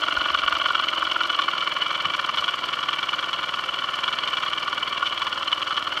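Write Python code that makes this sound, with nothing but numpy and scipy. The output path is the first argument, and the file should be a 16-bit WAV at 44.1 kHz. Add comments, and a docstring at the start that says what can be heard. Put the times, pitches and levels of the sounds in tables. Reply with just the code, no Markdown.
"""A toy steam engine runs on a wooden bench outdoors: fast and hard-knocking at first, a thumb on its base.
The loose crank chatters every turn, ringing the tin base, rim and small metal parts as resonances struck
by impulses; the bench thumps, steam spits as filtered noise, and low tones hum with the wheel.
From the first half second the slack now and then takes up with a hard clack. By three seconds the thumb
has eased, the wheel has slowed to about twenty turns a second, and the knocks are softer to the end."""
import sys
import numpy as np
from scipy import signal
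from scipy.fft import rfft, irfft
from scipy.io import wavfile
from scipy.ndimage import uniform_filter1d

SR = 44100
rng = np.random.default_rng(int(sys.argv[2]) if len(sys.argv) > 2 else 0)


def output_pcm(signal):
    """Save a mono or channel-first signal as 16-bit PCM at the path in sys.argv[1].

    Samples are clipped to [-1, 1] before scaling.
    """
    pcm = np.clip(np.atleast_2d(signal).T, -1, 1) * 32767
    wavfile.write(sys.argv[1], SR, np.round(pcm).astype(np.int16))


N = 264600
TIME = np.arange(N) / SR
FREQ = np.fft.rfftfreq(8192, 1 / SR)
EASY_HZ = 20  # easy turning rate; levels and crank positions shift with the rate above it
CONTACT_HZ = 8350  # no contact is short enough to ring the parts much above this


def undb(db):
    """Decibels to gain."""
    return 10 ** (np.asarray(db) / 20)


def unit(x):
    """Scale to an rms of one."""
    return x / np.sqrt(np.mean(x ** 2))


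def steady(x, size=17640):
    """Scale to an rms of one over a sliding window, by default every few turns."""
    return x / np.sqrt(uniform_filter1d(x ** 2, size=size))


def curves(table):
    """Each column of a table as a line through time."""
    s, *columns = np.transpose(table)
    return [np.interp(TIME, s, column) for column in columns]


def response(gain):
    """Causal (minimum-phase) impulse response with the given gain at each frequency."""
    cepstrum = irfft(np.log(gain + 1e-9))
    half = len(cepstrum) // 2
    cepstrum[1:half] *= 2
    cepstrum[half + 1:] = 0
    return irfft(np.exp(rfft(cepstrum)))


def body(modes):
    """Impulse response of a set of resonances, softened by contact time, with a peak of one."""
    power = 0
    for hz, width, db in modes:
        detune = (FREQ - hz) / (0.53 * width)
        power = power + (undb(db) / (1 + detune ** 2)) ** 2
    contact = 1 / (1 + (FREQ / CONTACT_HZ) ** 8)
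    ring = response(np.sqrt(power * contact))
    return ring / np.abs(ring).max()


def through(x, ring):
    """Pass a signal through an impulse response."""
    return signal.fftconvolve(x, ring)[:N]


def gripped(force, modes, grip):
    """Ring resonances whose balance changes under the thumb."""
    free = body([(hz, width, db) for hz, width, db, change_db in modes])
    pressed = body([(hz, width, db + change_db) for hz, width, db, change_db in modes])
    share = np.clip(grip, 0, 1)
    return through(force * (1 - share), free) + through(force * share, pressed)


def noise(points):
    """Noise shaped to a spectrum, with an rms of one."""
    hz, db = np.transpose(points)
    gain = undb(np.interp(np.log(FREQ + 1), np.log(hz), db))
    return unit(through(rng.standard_normal(N), response(gain)))


def taps(times, sizes):
    """A train of single impulses."""
    inside = (times >= 0) & (times < (N - 1) / SR)
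    return np.bincount((times[inside] * SR).astype(int), sizes[inside], N)


def sparse_contacts(per_second):
    """Tiny impacts at random moments, pushing either way."""
    return (rng.random(N) < per_second / SR) * rng.choice([-1, 1], N)


def window(turn, position, width):
    """Opens smoothly once a turn around a crank position."""
    away = (turn - position + .5) % 1 - .5
    return np.exp(-.5 * (away / width) ** 2)


def each_turn(turn, position):
    """A new random value for every pass of a crank position."""
    return rng.standard_normal(256)[np.floor(turn - position + 1.5).astype(int)]


def passes(turn, position):
    """The samples at which the crank passes a position."""
    return np.flatnonzero(np.diff(np.floor(turn - position)) > 0)


def blows(turn, position, scatter_db, jitter_s):
    """One impulse each time the crank passes a position."""
    at = passes(turn, position)
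    chance = rng.standard_normal((len(at), 2))
    return taps(at / SR + jitter_s * chance[:, 0], undb(scatter_db * chance[:, 1]))


# spectrum of the open air and burner: (f/Hz, relative level/dB)
AIR_SPECTRUM = [(20, -12), (45, -2), (80, -17), (240, -1), (330, 1.5), (450, -1.5), (700, 6.5), (2000, -9),
                (5000, -12), (9000, -28.5), (16000, -47)]


def open_air():
    """Open air and burner: an unchanging bed of shaped noise."""
    return undb(-45.0) * noise(AIR_SPECTRUM)


# spectrum of the exhaust steam as the microphone hears it, dipping deeply near 10.4 kHz: (f/Hz, relative
# level/dB)
STEAM_SPECTRUM = [(120, -22), (500, -3.5), (1500, 2.5), (4400, 5), (5500, 0), (7000, -8), (9500, -12.5),
                  (10400, -27.5), (11300, -11), (12500, -20.5), (14000, -27), (16000, -65)]


def exhaust(turn, hz):
    """Wet steam leaves the port once a turn, some leaks past the piston, and a faint hiss never stops."""
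    puff = window(turn, .42 - 0.028 * (hz - EASY_HZ), width=0.079)
    puff = puff * undb(2.3 * each_turn(turn, .42))  # no two puffs equally strong
    leak = undb(-4.0) * window(turn, 0.096, width=0.07)  # on the power stroke
    return undb(-42.0) * noise(STEAM_SPECTRUM) * (puff + leak + undb(-8.5))


# soft low bumps while the hands shift their grip: (t/s, level/dB, f/Hz, length/s)
GRIP_BUMPS = [(0.179, -39.5, 54.7, 0.0099), (.183, -51, 104, 0.0087), (0.334, -49, 66.4, 0.023),
              (0.45, -47, 49.4, .025), (0.545, -49, 59.4, .016), (1.05, -56, 55, .025),
              (2.065, -47, 99, 0.014), (2.067, -43, 165, 0.0064), (2.402, -52, 90, 0.012)]


def bumps():
    """Dull thuds: low sine tones under short bell-shaped swells."""
    thuds = 0
    for s, db, hz, length in GRIP_BUMPS:
        swell = np.exp(-.5 * ((TIME - s) / length) ** 2)
        tone = np.sqrt(2) * np.sin(2 * np.pi * (hz * TIME + rng.random()))
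        thuds = thuds + undb(db) * swell * tone
    return thuds


# hum of the flywheel's unbalance: (multiple of the turning rate, level/dB)
HUM_TONES = [(4, -67), (5, -66.5), (7, -63.5), (9, -65), (11, -63.5), (14, -61), (16, -61.5), (17, -61),
             (18, -65)]
# three low tones that swell and fade: (t/s, near 160 Hz level/dB, near 295 Hz level/dB, near 325 Hz level/dB)
DRONE_LEVELS = [(0, -72, -48.5, -60), (.5, -70, -54, -71), (.8, -71, -71, -50), (1.2, -71, -59, -50),
                (1.7, -60, -74, -62), (2.6, -57.5, -62, -54), (3.25, -57, -74, -57), (3.7, -59.5, -77, -74),
                (4.3, -60.5, -81, -57), (4.7, -58, -60, -58), (5.3, -63.5, -69, -63), (6, -63, -77, -53)]
# the pitch of those three tones: (multiples of the turning rate)
DRONE_TONES = (8, 13, 15)
HUM_TURN = 0.1003  # crank position at which the hum crests (turns)


def hum(turn):
    """Clean low tones locked to the flywheel, cresting together on the power stroke; three swell and fade."""
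    tones = 0
    for multiple, db in [*HUM_TONES, *zip(DRONE_TONES, curves(DRONE_LEVELS))]:
        tone = np.sqrt(2) * np.cos(2 * np.pi * round(multiple) * (turn - HUM_TURN))
        tones = tones + undb(db) * tone
    return tones


# shoves on the bench within one turn:
# (crank position/turns, shift/turns per Hz, relative sway level/dB, relative drumming level/dB)
BENCH_SHOVES = [(.085, -0.0201, 2, 13), (-.33, -0.0436, -4, 13), (-.12, -0.00079, -21, 6)]
# slow sway of the bench boards: (f/Hz, width/Hz, relative level/dB)
BOARD_MODES = [(82, 35, -5), (124, 24, 1), (179, 22.5, -6.5), (210.5, 13, 6)]
# loudness of that sway: (t/s, level/dB)
SWAY_LEVEL = [(0, -57), (.7, -58.5), (1.3, -70), (1.8, -66), (2.2, -63), (6, -58.5)]
# the base drumming on the boards: (f/Hz, width/Hz, relative level/dB, change under the thumb/dB)
DRUM_MODES = [(312, 37, -4.5, 9), (326, 33, 2.5, -2.5), (384.5, 73, -1, -5.5), (506.6, 22.5, 6.5, -7),
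              (546, 27, 8, -1), (604, 54, 6.5, -3), (646, 110, -4.5, 12)]
DRUM_DB, DRUM_DB_PER_HZ = -46.5, 2  # level at the easy speed, and its rise with speed


def bench(turn, hz, grip):
    """The unbalanced piston shoves the base against the boards, nearly alike every turn, over a steady scuff."""
    extra_hz = hz - EASY_HZ
    on_boards, on_base = 0, 0
    for position, shift, sway_db, drum_db in BENCH_SHOVES:
        shove = blows(turn, position + shift * extra_hz, scatter_db=1.3, jitter_s=.00006)
        on_boards = on_boards + undb(sway_db) * shove
        on_base = on_base + undb(drum_db) * shove
    scuff = rng.standard_normal(N)
    level_db, = curves(SWAY_LEVEL)
    sway = undb(level_db) * steady(through(on_boards, body(BOARD_MODES)))
    drumming = steady(gripped(unit(on_base) + scuff, DRUM_MODES, grip))
    return sway + undb(DRUM_DB + DRUM_DB_PER_HZ * extra_hz) * drumming


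# flywheel rim: (f/Hz, width/Hz, relative level/dB)
RIM_MODES = [(2317, 84, 8), (2140, 210, -7.5), (1726, 130, -6)]
# loudness of the rim's ring: (t/s, level/dB)
RIM_LOUDNESS = [(0, -45.5), (.7, -40.5), (1.25, -43.5), (1.7, -37), (2.15, -37.5), (2.35, -45), (3, -41),
                (3.7, -45.5), (4.2, -40.5), (4.9, -39.5), (5.3, -47.5), (6, -50)]
# where the bearing rubs the rim hardest: crank position (turns), shift (turns per Hz), half-width (turns)
RIM_TURN, RIM_TURN_PER_HZ, RIM_WIDTH = -0.13, 0.057, 0.18


def rim(turn, hz):
    """The rim sings thinly and evenly, rubbed by its bearing on the out stroke and briefly on the way back."""
    extra_hz = hz - EASY_HZ
    out_stroke = window(turn, RIM_TURN + RIM_TURN_PER_HZ * extra_hz, width=RIM_WIDTH)
    back_stroke = undb(-1.0) * window(turn, .47 - 0.057 * extra_hz, width=0.025)
    rubbing = sparse_contacts(2000) * (out_stroke + back_stroke)
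    level_db, = curves(RIM_LOUDNESS)
    return undb(level_db) * steady(through(rubbing, body(RIM_MODES)), size=2200)


# cylinder, crank and flywheel, also rung by the knocks and the chatter: (f/Hz, width/Hz, relative level/dB)
METAL_MODES = [(2142, 344, -12), (2320, 55, -8.5), (2817, 257, -4.5), (2980, 101, 4.5), (3056, 120, -1.5),
               (3270, 147, -3.5), (3470, 500, -18), (4140, 150, -16.5), (4334, 38, -15), (4520, 330, -22),
               (5300, 230, -28), (6000, 220, -33), (6000, 1850, -39)]
# crank position (turns), its shift (turns per Hz), half-width (turns)
TICK_TURN, TICK_TURN_PER_HZ, TICK_WIDTH = 0.023, -0.043, 0.02
TICK_DB, TICK_DB_PER_HZ = -49.5, 1  # level at the easy speed, and its rise with speed
TICK_ABOVE_HZ = 3800  # only the modes above this ring


def ticks(turn, hz):
    """Steel meets steel as each power stroke begins: a crisp run of ticks in the highest modes, never alike."""
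    extra_hz = hz - EASY_HZ
    position = TICK_TURN + TICK_TURN_PER_HZ * extra_hz + 0.017 * each_turn(turn, TICK_TURN)
    run = window(turn, position, width=TICK_WIDTH) * undb(2.0 * each_turn(turn, TICK_TURN))
    high_modes = [mode for mode in METAL_MODES if mode[0] > TICK_ABOVE_HZ]
    ring = through(sparse_contacts(1500) * run, body(high_modes))
    return undb(TICK_DB + TICK_DB_PER_HZ * extra_hz) * steady(ring)


# light ticks of the crank pin within one turn:
# (crank position/turns, shift/turns per Hz, strike level at the easy speed/dB, rise/dB per Hz)
SLACK_TICKS = [(-.36, -.032, -32, 1.6), (-.15, 0.02, -30.5, 1)]
# crank pin struck steel on steel, also heard in clacks and knocks: (f/Hz, width/Hz, relative level/dB)
PIN_MODES = [(2294, 250, -4.5), (2992, 210, 2), (3302, 124, 3.5), (3520, 350, -6.5), (4210, 420, -14.5),
             (4470, 270, -20.5), (5400, 1540, -25), (9500, 8700, -38)]
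REBOUND_S, REBOUND_DB = 0.001957, 1.5  # delay after each light tick, and gain before scatter


def slack(turn, hz):
    """Twice a turn the load on the crank pin reverses: a crisp tick and one rebound, each of varying force."""
    extra_hz = hz - EASY_HZ
    force = 0
    for position, shift, db, db_per_hz in SLACK_TICKS:
        place = position + shift * extra_hz
        tick = blows(turn, place, scatter_db=3.5, jitter_s=.001)
        rebound = blows(turn, place + REBOUND_S * hz, scatter_db=-2, jitter_s=0.000978)
        force = force + (tick + undb(REBOUND_DB) * rebound) * undb(db + db_per_hz * extra_hz)
    return through(force, body(PIN_MODES))


# hard clacks of the crank pin: (t/s, strike level/dB, strike on the base relative to the pin/dB)
HARD_CLACKS = [(.374, -23.5, -6), (0.551, -19.5, -2.5), (0.685, -21, 1), (1.05, -21, -20),
               (1.2343, -17.5, -22), (1.327, -21, -13), (1.389, -18, 4), (1.4185, -16.5, -6),
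               (1.512, -24, -19), (1.607, -19.5, -16), (1.906, -26, 3), (1.947, -20.5, -7),
               (2.137, -19, -1), (2.3727, -18, -1), (2.383, -18, -8), (2.4798, -18.5, 2), (2.729, -21, -2),
               (2.829, -21, 1), (2.9297, -18.5, -3), (3.029, -20, 0), (3.13, -23, 3), (3.227, -23, 4),
               (3.3307, -17.5, -2), (3.381, -28, -14), (3.43, -21, -2), (4.0787, -18, 0), (4.127, -19, -12),
               (4.2755, -16.5, -7), (4.37, -17.5, -6), (4.427, -22.5, 1), (4.462, -23.5, 3.5),
               (5.0573, -20, -21), (5.0662, -16.5, -11), (5.2182, -18, -0.5), (5.268, -20, 3),
               (5.517, -21, -6), (5.618, -22, 0), (5.668, -24, -1), (5.708, -22, 6), (5.767, -20, -9)]
# tin base, also rung by the knocks and the chatter:
# (f/Hz, width/Hz, relative level/dB, change under the thumb/dB)
BASE_MODES = [(1000, 150, -32.5, 13), (1047.5, 150, -1.5, -2.5), (1151, 137, 3, -1), (1315, 210, -1, 1),
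              (1432, 106, 1, 3.5), (1762, 165, -9.5, -5)]
BOUNCES = 5  # contacts in one clack
BOUNCE_GAP_S, BOUNCE_LOSS_DB = 0.0018, -1.02  # nominal gap and change from one contact to the next


def clacks(grip):
    """The crank pin hits the end of its slack and bounces a few times, each a little softer."""
    s, db, base_db = np.transpose(HARD_CLACKS)
    gaps = BOUNCE_GAP_S * rng.uniform(0.55, 1.6, (len(s), BOUNCES))
    times = (s[:, None] + np.cumsum(gaps, axis=1) - gaps[:, :1]).ravel()
    level_db = db[:, None] + BOUNCE_LOSS_DB * np.arange(BOUNCES)
    on_pin = taps(times, undb(level_db).ravel())
    on_base = taps(times, undb(level_db + base_db[:, None]).ravel())
    return undb(2.0) * through(on_pin, body(PIN_MODES)) + gripped(on_base, BASE_MODES, grip)


# force of the usual knock on the tin base: (strike level at the easy speed/dB, rise/dB per Hz, spread/dB)
KNOCK_ON_BASE = (-21.5, 2.9, 2.2)
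# the same on the metal parts: (strike level at the easy speed/dB, rise/dB per Hz, spread/dB)
KNOCK_ON_METAL = (-21, 1.0, 3)
# power strokes with their own forces: (t/s, base strike level/dB, metal strike level/dB)
HARD_KNOCKS = [(0.037, -13.5, -15.5), (.084, -11.5, -17.5), (0.125, -17, -15), (.172, -12, -26),
               (0.215, -14.5, -14.5), (0.26, -12, -19), (0.303, -12.5, -14.5), (0.348, -8.5, -14),
               (0.393, -20, -13.5), (.438, -12.5, -14), (.481, -9.5, -13), (0.525, -9.5, -17),
               (0.66, -10.5, -11.5), (.706, -17, -24), (0.752, -9, -13.5), (0.887, -33, -12.5),
               (1.027, -9.5, -34), (1.118, -16, -14), (1.163, -12, -34), (1.211, -10.5, -17),
               (1.301, -15.5, -15.5), (1.485, -10.5, -17.5), (1.533, -18, -24), (1.822, -15, -12.5),
               (1.864, -22, -21), (2.055, -14, -14), (2.195, -13.5, -17), (2.294, -14.5, -25),
               (2.442, -26, -16.5), (2.891, -15.5, -15), (3.091, -20, -14.5), (3.191, -18.5, -15.5),
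               (4.04, -16, -16.5), (4.238, -24, -16), (4.336, -16.5, -16.5), (4.533, -17, -17),
               (5.028, -11.5, -22), (5.179, -28, -17), (5.328, -30, -17), (5.529, -15.5, -13.5),
               (5.627, -25, -14.5), (5.779, -16.5, -16.5), (5.975, -27, -15.5)]
# crank position (turns), its shift (turns per Hz) and its random wander (turns)
STROKE_TURN, STROKE_TURN_PER_HZ, STROKE_WANDER = .052, -0.02666, 0.02044
SPENT_S, SPENT_DB = .024, -9.5  # a clack this shortly before takes some of the knock's force


def power_strokes(turn, hz):
    """One knock a turn, harder at speed and softer just after a clack; rows of (t/s, base dB, metal dB)."""
    at = passes(turn, STROKE_TURN + STROKE_TURN_PER_HZ * (hz - EASY_HZ))
    s = at / SR + STROKE_WANDER * rng.standard_normal(len(at)) / hz[at]
    since_clack = s[:, None] - np.array(HARD_CLACKS)[:, 0]
    spent_db = SPENT_DB * ((since_clack > 0) & (since_clack < SPENT_S)).any(axis=1)
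    levels = []
    for db, db_per_hz, spread_db in (KNOCK_ON_BASE, KNOCK_ON_METAL):
        chance_db = spread_db * rng.uniform(-0.86, 1, len(at))
        levels.append(db + db_per_hz * (hz[at] - EASY_HZ) + spent_db + chance_db)
    rows = np.column_stack([s, *levels])
    for hard in HARD_KNOCKS:  # each replaces the usual knock nearest in time
        rows[np.argmin(np.abs(s - hard[0]))] = hard
    return rows


RATTLE_GAP_S = .0018  # nominal gap between the contacts of one knock
EDGE_DB, EDGE_SPREAD_DB = -5.5, 9.5  # the pin's strike against the metal parts', and its spread either way


def rattles(rows, grip):
    """Each power stroke rattles up to one firm knock and ebbs away; the crank pin adds a varying edge."""
    s, base_db, metal_db = np.transpose(rows)
    place = np.arange(-3, 4)  # contacts before and after the firm one
    jitter = .3 * (place != 0) * rng.standard_normal((len(s), len(place)))
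    times = (s[:, None] + RATTLE_GAP_S * (place + jitter)).ravel()
    away = np.sqrt(np.abs(place))
    on_base = taps(times, np.outer(undb(base_db), undb(-5.5 * away)).ravel())
    on_metal = taps(times, np.outer(undb(metal_db), undb(-3.5 * away)).ravel())
    chance = rng.uniform(-0.973, 1, (len(s), 2))
    edge_db = metal_db + EDGE_DB + EDGE_SPREAD_DB * chance[:, 1]
    on_pin = taps(s + RATTLE_GAP_S * chance[:, 0], undb(edge_db))
    base = undb(-0.97) * gripped(on_base, BASE_MODES, grip)
    metal = undb(-2.5) * through(on_metal, body(METAL_MODES))
    return base + metal + through(on_pin, body(PIN_MODES))


# runs of chatter within one turn: (crank position/turns, shift/turns per Hz, half-width/turns,
# relative base level/dB, relative metal level/dB, change/dB per Hz)
CHATTER_RUNS = [(0.063, -0.032, 0.096, -2.5, 3, 0.6), (-0.0061, -0.05, 0.13, -5.5, -6, 2.5),
                (-0.304, -0.036, 0.071, -3.5, -6.5, -2.5), (0.151, -0.0097, 0.025, -12.5, -3, 1),
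                (0.479, -0.051, 0.054, -8, -5, 1.5), (-0.28, -0.037, 0.09, -17.5, -11, 7)]
# levels at the easy speed (dB), and their rise (dB per Hz): the faster the wheel, the harder it shakes
BASE_DB, BASE_DB_PER_HZ = -31, 0.7
METAL_DB, METAL_DB_PER_HZ = -32.5, 0.62


def chatter(turn, hz, grip):
    """Runs of tiny impacts as the loose bearings change sides ring the tin base and the metal parts."""
    extra_hz = hz - EASY_HZ
    base_power, metal_power = undb(-12.5) ** 2, undb(-12.5) ** 2  # the bearings never stop rubbing
    for position, shift, width, base_db, metal_db, speed_db in CHATTER_RUNS:
        wander = 0.0087 * each_turn(turn, position)
        run = window(turn, position + shift * extra_hz + wander, width)
        run = run * undb(speed_db * extra_hz + 1.3 * each_turn(turn, position))
        base_power = base_power + (run * undb(base_db)) ** 2
        metal_power = metal_power + (run * undb(metal_db)) ** 2
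    contacts = unit(sparse_contacts(3400) * undb(4.0 * rng.standard_normal(N)))
    # the piston lands once in the middle of the main run, harder at speed
    landing = blows(turn, .035 - 0.02043 * extra_hz, scatter_db=-5.5, jitter_s=0.00094)
    landing = unit(landing * undb(1.0 * extra_hz))
    on_base = unit(contacts * np.sqrt(base_power)) + undb(-13.5) * landing
    on_metal = unit(contacts * np.sqrt(metal_power)) + undb(-22.5) * landing
    base = steady(gripped(on_base, BASE_MODES, grip))
    metal = steady(through(on_metal, body(METAL_MODES)))
    base = undb(BASE_DB + BASE_DB_PER_HZ * extra_hz) * base
    return base + undb(METAL_DB + METAL_DB_PER_HZ * extra_hz) * metal


# flywheel speed: (t/s, turning rate f/Hz)
WHEEL_SPEED = [(0.0, 22.9), (0.5, 22.36), (1.0, 21.808), (1.5, 21.406), (2.0, 21.111), (2.5, 20.255),
               (3.0, 19.845), (3.5, 20.03), (4.0, 20.114), (4.5, 20.356), (5.0, 20.05), (5.5, 19.953),
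               (6.0, 20.491)]
# how hard a thumb presses the base onto the bench: (t/s, pressure/0-1)
THUMB_PRESSURE = [(0, 0.86), (.55, 1), (1.2, 0.7), (1.7, 0.13), (6, 0.1)]
START_TURN = .101  # crank position at the start (turns)


def scene():
    """The flywheel's angle times the engine's moving parts, and its speed sets how hard they strike."""
    hz, = curves(WHEEL_SPEED)
    grip, = curves(THUMB_PRESSURE)
    turn = START_TURN + np.cumsum(hz) / SR
    steam_and_air = open_air() + exhaust(turn, hz)
    boards = bumps() + hum(turn) + bench(turn, hz, grip)
    thin_metal = rim(turn, hz) + ticks(turn, hz)
    knocks = slack(turn, hz) + clacks(grip) + rattles(power_strokes(turn, hz), grip)
    return (steam_and_air + boards + thin_metal + knocks + chatter(turn, hz, grip))[None]


def record(dry):
    """The microphone drops the deepest bass and cuts the top."""
    lean = signal.sosfilt(signal.butter(3, 42, "high", fs=SR, output="sos"), dry)
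    return signal.sosfilt(signal.ellip(10, .2, 80, 15850, fs=SR, output="sos"), lean)


dry = scene()
out = record(dry)
output_pcm(out)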